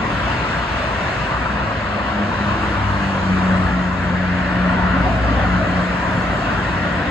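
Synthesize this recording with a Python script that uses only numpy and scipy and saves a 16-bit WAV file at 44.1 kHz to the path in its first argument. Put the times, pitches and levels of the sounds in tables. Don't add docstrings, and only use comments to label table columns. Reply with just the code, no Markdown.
import sys
import numpy as np
from scipy import signal
from scipy.fft import rfft, irfft, next_fast_len
from scipy.io import wavfile
from scipy.ndimage import uniform_filter1d, map_coordinates

SR = 44100
rng = np.random.default_rng(int(sys.argv[2]) if len(sys.argv) > 2 else 0)


def to_wav(s):
    ch = np.atleast_2d(s).T
    pcm = np.round(np.clip(ch, -1, 1) * 32767)
    wavfile.write(sys.argv[1], SR, pcm.astype(np.int16))


N = 313110


def amp(db):
    return 10 ** (np.asarray(db) / 20)


def unit(x):
    return x / np.sqrt(np.mean(x ** 2) + 1e-20)


def along(points, hz):
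    f, v = np.transpose(points)
    return np.interp(np.log(hz + 1), np.log(f + 1), v)


def curves(rows):
    s, *columns = np.transpose(rows)
    t = np.arange(N) / SR
    return [np.interp(t, s, column) for column in columns]


def wobble(rate):
    knots = rng.standard_normal(int(N * rate / SR) + 4)
    return map_coordinates(knots, [np.arange(N) * rate / SR])


def filtered(x, response):
    m = next_fast_len(N + SR // 2)
    return irfft(rfft(x, m) * response(np.fft.rfftfreq(m, 1 / SR)), m)[..., :N]


def centred(x):
    return [[1], [0]] * x


def rush(spectrum, patchy_db, wide_hz, long_s):
    size, hop = 1024, 512
    noise = signal.stft(rng.standard_normal((2, N)), nperseg=size)[2]
    field = rng.standard_normal(noise.shape[1:])
    field = uniform_filter1d(field, max(1, round(wide_hz * size / SR)), 0)
    field = uniform_filter1d(field, max(1, round(long_s * SR / hop)), 1)
    patchy = noise * amp(patchy_db * unit(field))
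    pair = signal.istft(patchy, nperseg=size)[1][:, :N]
    return unit(filtered(pair, lambda hz: amp(along(spectrum, hz))))


# f/Hz, level/dB
RUMBLE_SPECTRUM = [(22, -50), (32, -20), (42, -4), (50, -2.5), (62, 2), (100, -2), (150, -2.5), (195, -3),
                   (250, -5), (330, -8), (430, -14), (600, -37.5), (900, -71), (2000, -120)]
# f/Hz, level/dB
ROAR_SPECTRUM = [(150, -78), (300, -12), (420, -9.5), (550, -0.5), (700, 0.5), (800, -4.5), (950, -21),
                 (1500, -80)]
# f/Hz, level/dB
WHINE_SPECTRUM = [(400, -61), (750, -14.5), (870, 0), (1000, 2.5), (1200, 0), (1400, -5), (1800, -19),
                  (3000, -100)]
# f/Hz, level/dB
SIZZLE_SPECTRUM = [(600, -75), (1100, -11.5), (1400, 0.5), (1700, -0.5), (1900, -2.5), (2100, -8),
                   (2400, -22), (3500, -49), (6000, -100)]
# f/Hz, level/dB
HISS_SPECTRUM = [(1200, -42), (1900, -7.5), (2150, 0), (2400, 0.5), (2700, 0), (3000, -4.5), (3500, -7.5),
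                 (3800, -8.5), (4500, -12), (5500, -20), (7000, -36.5), (10000, -93)]
# f/Hz, level/dB
AIR_SPECTRUM = [(3500, -41), (5200, -2), (6000, 0), (7000, -1), (9000, -8.5), (10000, -27.5),
                (11000, -57.5)]
# f/Hz, level/dB
TOP_SPECTRUM = [(8000, -50.5), (9500, -3), (10000, 1), (11000, -2.5), (12300, -13.5), (14000, -36)]
# t/s, whine level/dB, air level/dB
QUICK_LEVELS = [(0, -29.5, -53), (.8, -30, -52), (1.18, -29.5, -52.5), (1.6, -31, -56), (2.1, -31.5, -57),
                (2.5, -28.5, -53.5), (3.05, -30.5, -53), (3.5, -28.5, -52), (3.9, -32, -55.5),
                (4.35, -33.5, -57), (4.73, -29, -57), (5.2, -31, -55), (5.55, -29.5, -54),
                (6.25, -29.5, -53), (6.6, -31, -52.5), (7.1, -34, -56)]
# t/s, sizzle level/dB, roar level/dB, hiss level/dB, rumble level/dB
SLOW_LEVELS = [(0, -31, -29.5, -37, -24.5), (.25, -29.5, -31.5, -35, -26), (.5, -29.5, -30.5, -34.5, -25),
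               (.75, -30.5, -32, -35.5, -29), (1, -30, -30.5, -35.5, -26.5),
               (1.5, -30.5, -32.5, -36.5, -27), (2, -31, -29.5, -36, -28), (2.5, -30.5, -31.5, -36, -26),
               (2.85, -29, -32, -36.5, -27), (3.2, -31.5, -31.5, -37, -26.5),
               (3.55, -29, -31.5, -38, -23.5), (3.9, -31, -31.5, -39, -27), (4.3, -28, -31.5, -36.5, -27),
               (4.65, -28, -29.5, -36, -25.5), (4.9, -26.5, -29.5, -35.5, -25),
               (5.15, -30, -29, -36.5, -25), (5.45, -28, -29, -36, -24), (5.8, -29.5, -30, -37, -27),
               (6.1, -28.5, -31, -38, -25), (6.45, -29, -29.5, -37, -25),
               (6.75, -28.5, -31.5, -36.5, -24.5), (7.1, -26.5, -27, -36, -25.5)]
# t/s, level/dB
TOP_LEVEL = [(0, -65), (.5, -66), (1.1, -67), (1.7, -75), (2.1, -73.5), (2.6, -65.5), (3.5, -67.5),
             (4.2, -74.5), (4.7, -71.5), (5.5, -66.5), (6.5, -64.5), (7.1, -67.5)]


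def stream():
    whine_db, air_db = curves(QUICK_LEVELS)
    sizzle_db, roar_db, hiss_db, rumble_db = curves(SLOW_LEVELS)
    top_db, = curves(TOP_LEVEL)
    roar_db = roar_db + .4 * (whine_db - whine_db.mean())
    hiss_db = hiss_db + .49 * (air_db - air_db.mean())
    flutter = wobble(9)
    rumble = amp(rumble_db) * rush(RUMBLE_SPECTRUM, patchy_db=-.3, wide_hz=130, long_s=.14)
    roar = amp(roar_db + 2) * rush(ROAR_SPECTRUM, patchy_db=1.5, wide_hz=130, long_s=.08)
    whine = amp(whine_db + 4) * rush(WHINE_SPECTRUM, patchy_db=2, wide_hz=130, long_s=.07)
    sizzle = amp(sizzle_db + 2) * rush(SIZZLE_SPECTRUM, patchy_db=1.55, wide_hz=170, long_s=.06)
    hiss = amp(hiss_db + 3.5 + .33 * flutter) * rush(HISS_SPECTRUM, patchy_db=1.66, wide_hz=170, long_s=.06)
    air = amp(air_db + 4 + .27 * flutter) * rush(AIR_SPECTRUM, patchy_db=1.5, wide_hz=600, long_s=.07)
    top = amp(top_db + .5 * flutter) * rush(TOP_SPECTRUM, patchy_db=1.8, wide_hz=300, long_s=.025)
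    return rumble + roar + whine + sizzle + hiss + air + top


def engine(start, pitch_hz, levels_db, orders, waver, fading_db):
    turn = 2 * np.pi * np.cumsum(pitch_hz) / SR
    tone = 0
    for order, level_db, fade_db in zip(orders, levels_db, fading_db):
        level = amp(level_db + fade_db * (wobble(8) - 1)) * np.sqrt(2)
        drift = waver * order ** 2 * wobble(12)
        tone = tone + level * np.sin(order * turn + drift + rng.uniform(0, 2 * np.pi))
    fade_in = np.clip((np.arange(N) / SR - start) / .098, 0, 1)
    return centred(tone * fade_in)


# t/s, f/Hz, level/dB
FAINT_NOTES = [
    [(2.2, 332.6, -49), (2.55, 328.4, -32.5), (2.75, 329, -34), (2.88, 330, -47), (3.0, 329, -37),
     (3.1, 328, -49), (3.22, 327, -37.5), (3.4, 326, -49), (7.1, 324.6, -70)],
    [(4.3, 114, -41), (5.0, 110.1, -28.5), (5.7, 109.1, -30.5), (6.6, 110, -40), (7.1, 108.7, -40.5)],
    [(5.9, 288.2, -45), (6.3, 291.3, -33), (6.7, 290, -41.5), (7.1, 291.5, -25.5)],
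]


def faint_notes():
    total = 0
    for rows in FAINT_NOTES:
        pitch_hz, level_db = curves(rows)
        total = total + engine(rows[0][0], pitch_hz, [level_db], [1], waver=.22, fading_db=[2.5])
    return total


# t/s, f/Hz, level/dB
EXHAUST_DRONE = [(0, 60.3, -41), (.23, 60.5, -30.5), (.6, 60.5, -34), (1.0, 60.5, -31.5), (1.15, 60.7, -45),
                 (1.35, 60.5, -26.5), (1.55, 60.9, -37), (1.75, 60.6, -31.5), (2.05, 61, -29.5),
                 (2.3, 61.6, -50), (2.6, 61.6, -27), (2.9, 62.2, -25.5), (3.15, 61.3, -37),
                 (3.5, 61.7, -29.5), (3.85, 62, -35), (4.05, 62.3, -33), (4.4, 62, -28.5),
                 (4.55, 62, -25.5), (4.75, 61.4, -28), (4.9, 61, -24.5), (5.03, 60.8, -20.5),
                 (5.2, 60.3, -23), (5.36, 60.1, -19), (5.45, 59.8, -25), (5.55, 59.5, -22.5),
                 (5.7, 59, -25.5), (5.95, 57.3, -30.5), (6.5, 55.5, -30), (7.1, 55.3, -40)]
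# t/s, level/dB
DRONE_SECOND = [(0, -36.5), (1.3, -34), (2, -56), (4, -42), (7.1, -36)]


def exhaust_drone():
    pitch_hz, first_db = curves(EXHAUST_DRONE)
    second_db, = curves(DRONE_SECOND)
    return engine(-1, pitch_hz, [first_db, second_db], [1, 2], waver=.12, fading_db=[.8, 4])


# t/s, firing f/Hz, level/dB of orders 1, 1.5 and 3
TRUCK_ENGINE = [(1.4, 103.9, -43, -43, -46), (1.85, 105, -32, -39, -48), (2.2, 103, -40, -56, -32),
                (2.4, 102.6, -28.5, -40, -37), (2.55, 102.2, -28.5, -37, -30), (2.64, 101.5, -39, -37, -32),
                (2.74, 100.2, -23.5, -42, -33), (2.85, 99.2, -21.5, -45, -39),
                (2.94, 98.3, -25.5, -32, -29), (3.02, 97.4, -30, -30.5, -29), (3.12, 96.2, -26, -33, -31.5),
                (3.25, 94.3, -29.5, -32, -39), (3.4, 92.8, -25, -49, -35), (3.7, 91.4, -29.5, -34, -36),
                (4.0, 90.8, -28, -34, -38.5), (4.3, 90.5, -27, -43, -33.5), (4.65, 90.5, -35.5, -45, -38),
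                (5.05, 90.8, -26.5, -32, -39), (5.3, 90.5, -38, -42, -36), (5.7, 90.4, -26, -39, -51),
                (6.0, 90.5, -41.5, -45, -48), (6.7, 90.5, -29, -43, -49), (7.1, 90.5, -35, -35.5, -49)]
# t/s, level/dB
TRUCK_SECOND = [(1.4, -40), (1.58, -29.5), (1.78, -39), (1.9, -30), (2.08, -35.5), (2.16, -22.5),
                (2.23, -20.5), (2.32, -40), (2.42, -22), (2.52, -26.5), (2.63, -32), (2.85, -32),
                (3.1, -22), (3.2, -30), (3.3, -15.5), (3.4, -19.5), (3.52, -16), (3.7, -26.5), (3.78, -19),
                (3.9, -22), (3.98, -30.5), (4.1, -21), (4.3, -21), (4.5, -26), (4.62, -18.5), (4.85, -21.5),
                (5.02, -21.5), (5.1, -29), (5.25, -29.5), (5.38, -32.5), (5.55, -19.5), (5.65, -26.5),
                (5.8, -20), (5.92, -26.5), (6.1, -26), (6.33, -28.5), (6.45, -38), (6.6, -29), (6.7, -41),
                (6.8, -25.5), (6.9, -31), (7.1, -27)]
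ORDERS = [1, 1.5, 2, 3]


def truck_engine():
    firing_hz, first_db, half_db, third_db = curves(TRUCK_ENGINE)
    second_db, = curves(TRUCK_SECOND)
    levels_db = [first_db, half_db, second_db, third_db]
    return engine(TRUCK_ENGINE[0][0], firing_hz, levels_db, ORDERS, waver=.045, fading_db=[1, 2.5, .5, 3])


# t/s, level/dB
LOW_NOISE = [(0, -37.5), (1.5, -49), (5.9, -44), (7.1, -41)]


def low_boom():
    closest_s, closest_db, speed_mps, distance_m = 5.2, -27.5, 18.6, 11.3
    # f/Hz, level/dB
    shape = [(100, -120), (160, -22.5), (210, 6.5), (262, 11), (290, 6.5), (360, -27), (700, -120)]
    t = np.arange(N) / SR
    steady_db, = curves(LOW_NOISE)
    work_truck = amp(closest_db) / (1 + ((t - closest_s) * speed_mps / distance_m) ** 2)
    level = np.hypot(amp(steady_db), work_truck)
    return level * rush(shape, patchy_db=4.5, wide_hz=90, long_s=.06)


# t/s, clunk peak level/dB, clunk f/Hz, clunk length/s, thump envelope level/dB
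JOINT_HITS = [(1.469, -21, 1320, .018, -36), (4.7, -25, 700, .01, -32), (4.8, -21, 720, .016, -29),
              (4.84, -22, 870, .016, -34), (5.07, -17, 736, .024, -23), (5.09, -22, 650, .018, -32),
              (5.381, -23, 765, .016, -19), (5.396, -20, 670, .016, -18), (5.414, -23, 800, .013, -22),
              (5.433, -20, 580, .018, -15), (5.452, -22, 740, .014, -21)]


def joint_clunks():
    # f/Hz, level/dB
    shape = [(60, -56), (200, .5), (400, -8.5), (650, -1.5), (950, 1), (1500, -16), (4000, -120)]
    rattle = rush(shape, patchy_db=-2, wide_hz=90, long_s=.06)
    t = np.arange(N) / SR
    total = 0
    for s, clunk_db, hz, length, thump_db in JOINT_HITS:
        after = t - s
        clunk = amp(clunk_db) * np.exp(-(after / length * 2) ** 2) * np.cos(2 * np.pi * hz * after)
        thump = amp(thump_db) * np.exp(-(after / .012) ** 2) * np.sin(2 * np.pi * 86 * after)
        puff = .45 * amp(clunk_db) * np.exp(-(after / length * 1.2) ** 2) * rattle
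        total = total + centred(clunk + thump) + puff
    return total


def scene():
    engines = faint_notes() + exhaust_drone() + truck_engine()
    return stream() + engines + low_boom() + joint_clunks()


# f/Hz, left-right likeness [0-1], phase by which right leads [rad]
STEREO_IMAGE = [(0, .99, .37), (215, .975, .17), (430, .87, -.3), (750, .78, .75), (820, .15, -.3),
                (880, .65, -1.25), (1230, .85, -1.3), (1640, .65, .03), (1900, .75, .25), (2250, .17, -2.3),
                (2450, .25, -3.4), (2700, .47, -5.05), (2900, .22, -6), (3100, .06, -5.3),
                (3500, .08, -4.5), (3750, .35, -5.5), (4200, .4, -5.9), (4650, .36, -5.6), (5000, .03, -4),
                (5200, .4, -2.65), (5850, .57, -2.7), (6250, .08, -1.5), (6600, .55, 0), (7050, .87, .2),
                (7500, .76, .6), (8300, .74, 2.2), (8800, .995, 3.14), (9550, .995, 3.14), (10250, .42, 5),
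                (10750, .97, 6.28), (12000, .97, 6.3), (12500, .3, 7.8), (13100, .98, 9.42)]
# f/Hz, level/dB
LEFT_LEAN = [(200, 1.6), (300, .6), (780, .5), (980, 1.6), (1600, 1.8), (2250, 1), (3050, 5.8), (3700, 1),
             (5900, -.9), (7500, .4)]


def record(dry):
    top_hz = 13800
    f, alike, lead = np.transpose(STEREO_IMAGE)
    side = np.array([[-1], [1]])

    def mix_angle(hz):
        return np.arccos(np.clip(np.interp(hz, f, alike), 0, 1)) / 2

    def channel(hz):
        phase = np.exp(.5j * side * np.interp(hz, f, lead))
        return phase * amp(-side * along(LEFT_LEAN, hz) / 2) * (hz < top_hz)

    common = filtered(dry[0], lambda hz: np.cos(mix_angle(hz)) * channel(hz))
    scattered = filtered(dry[1], lambda hz: side * np.sin(mix_angle(hz)) * channel(hz))
    return common + scattered


dry = scene()
out = record(dry)
to_wav(out)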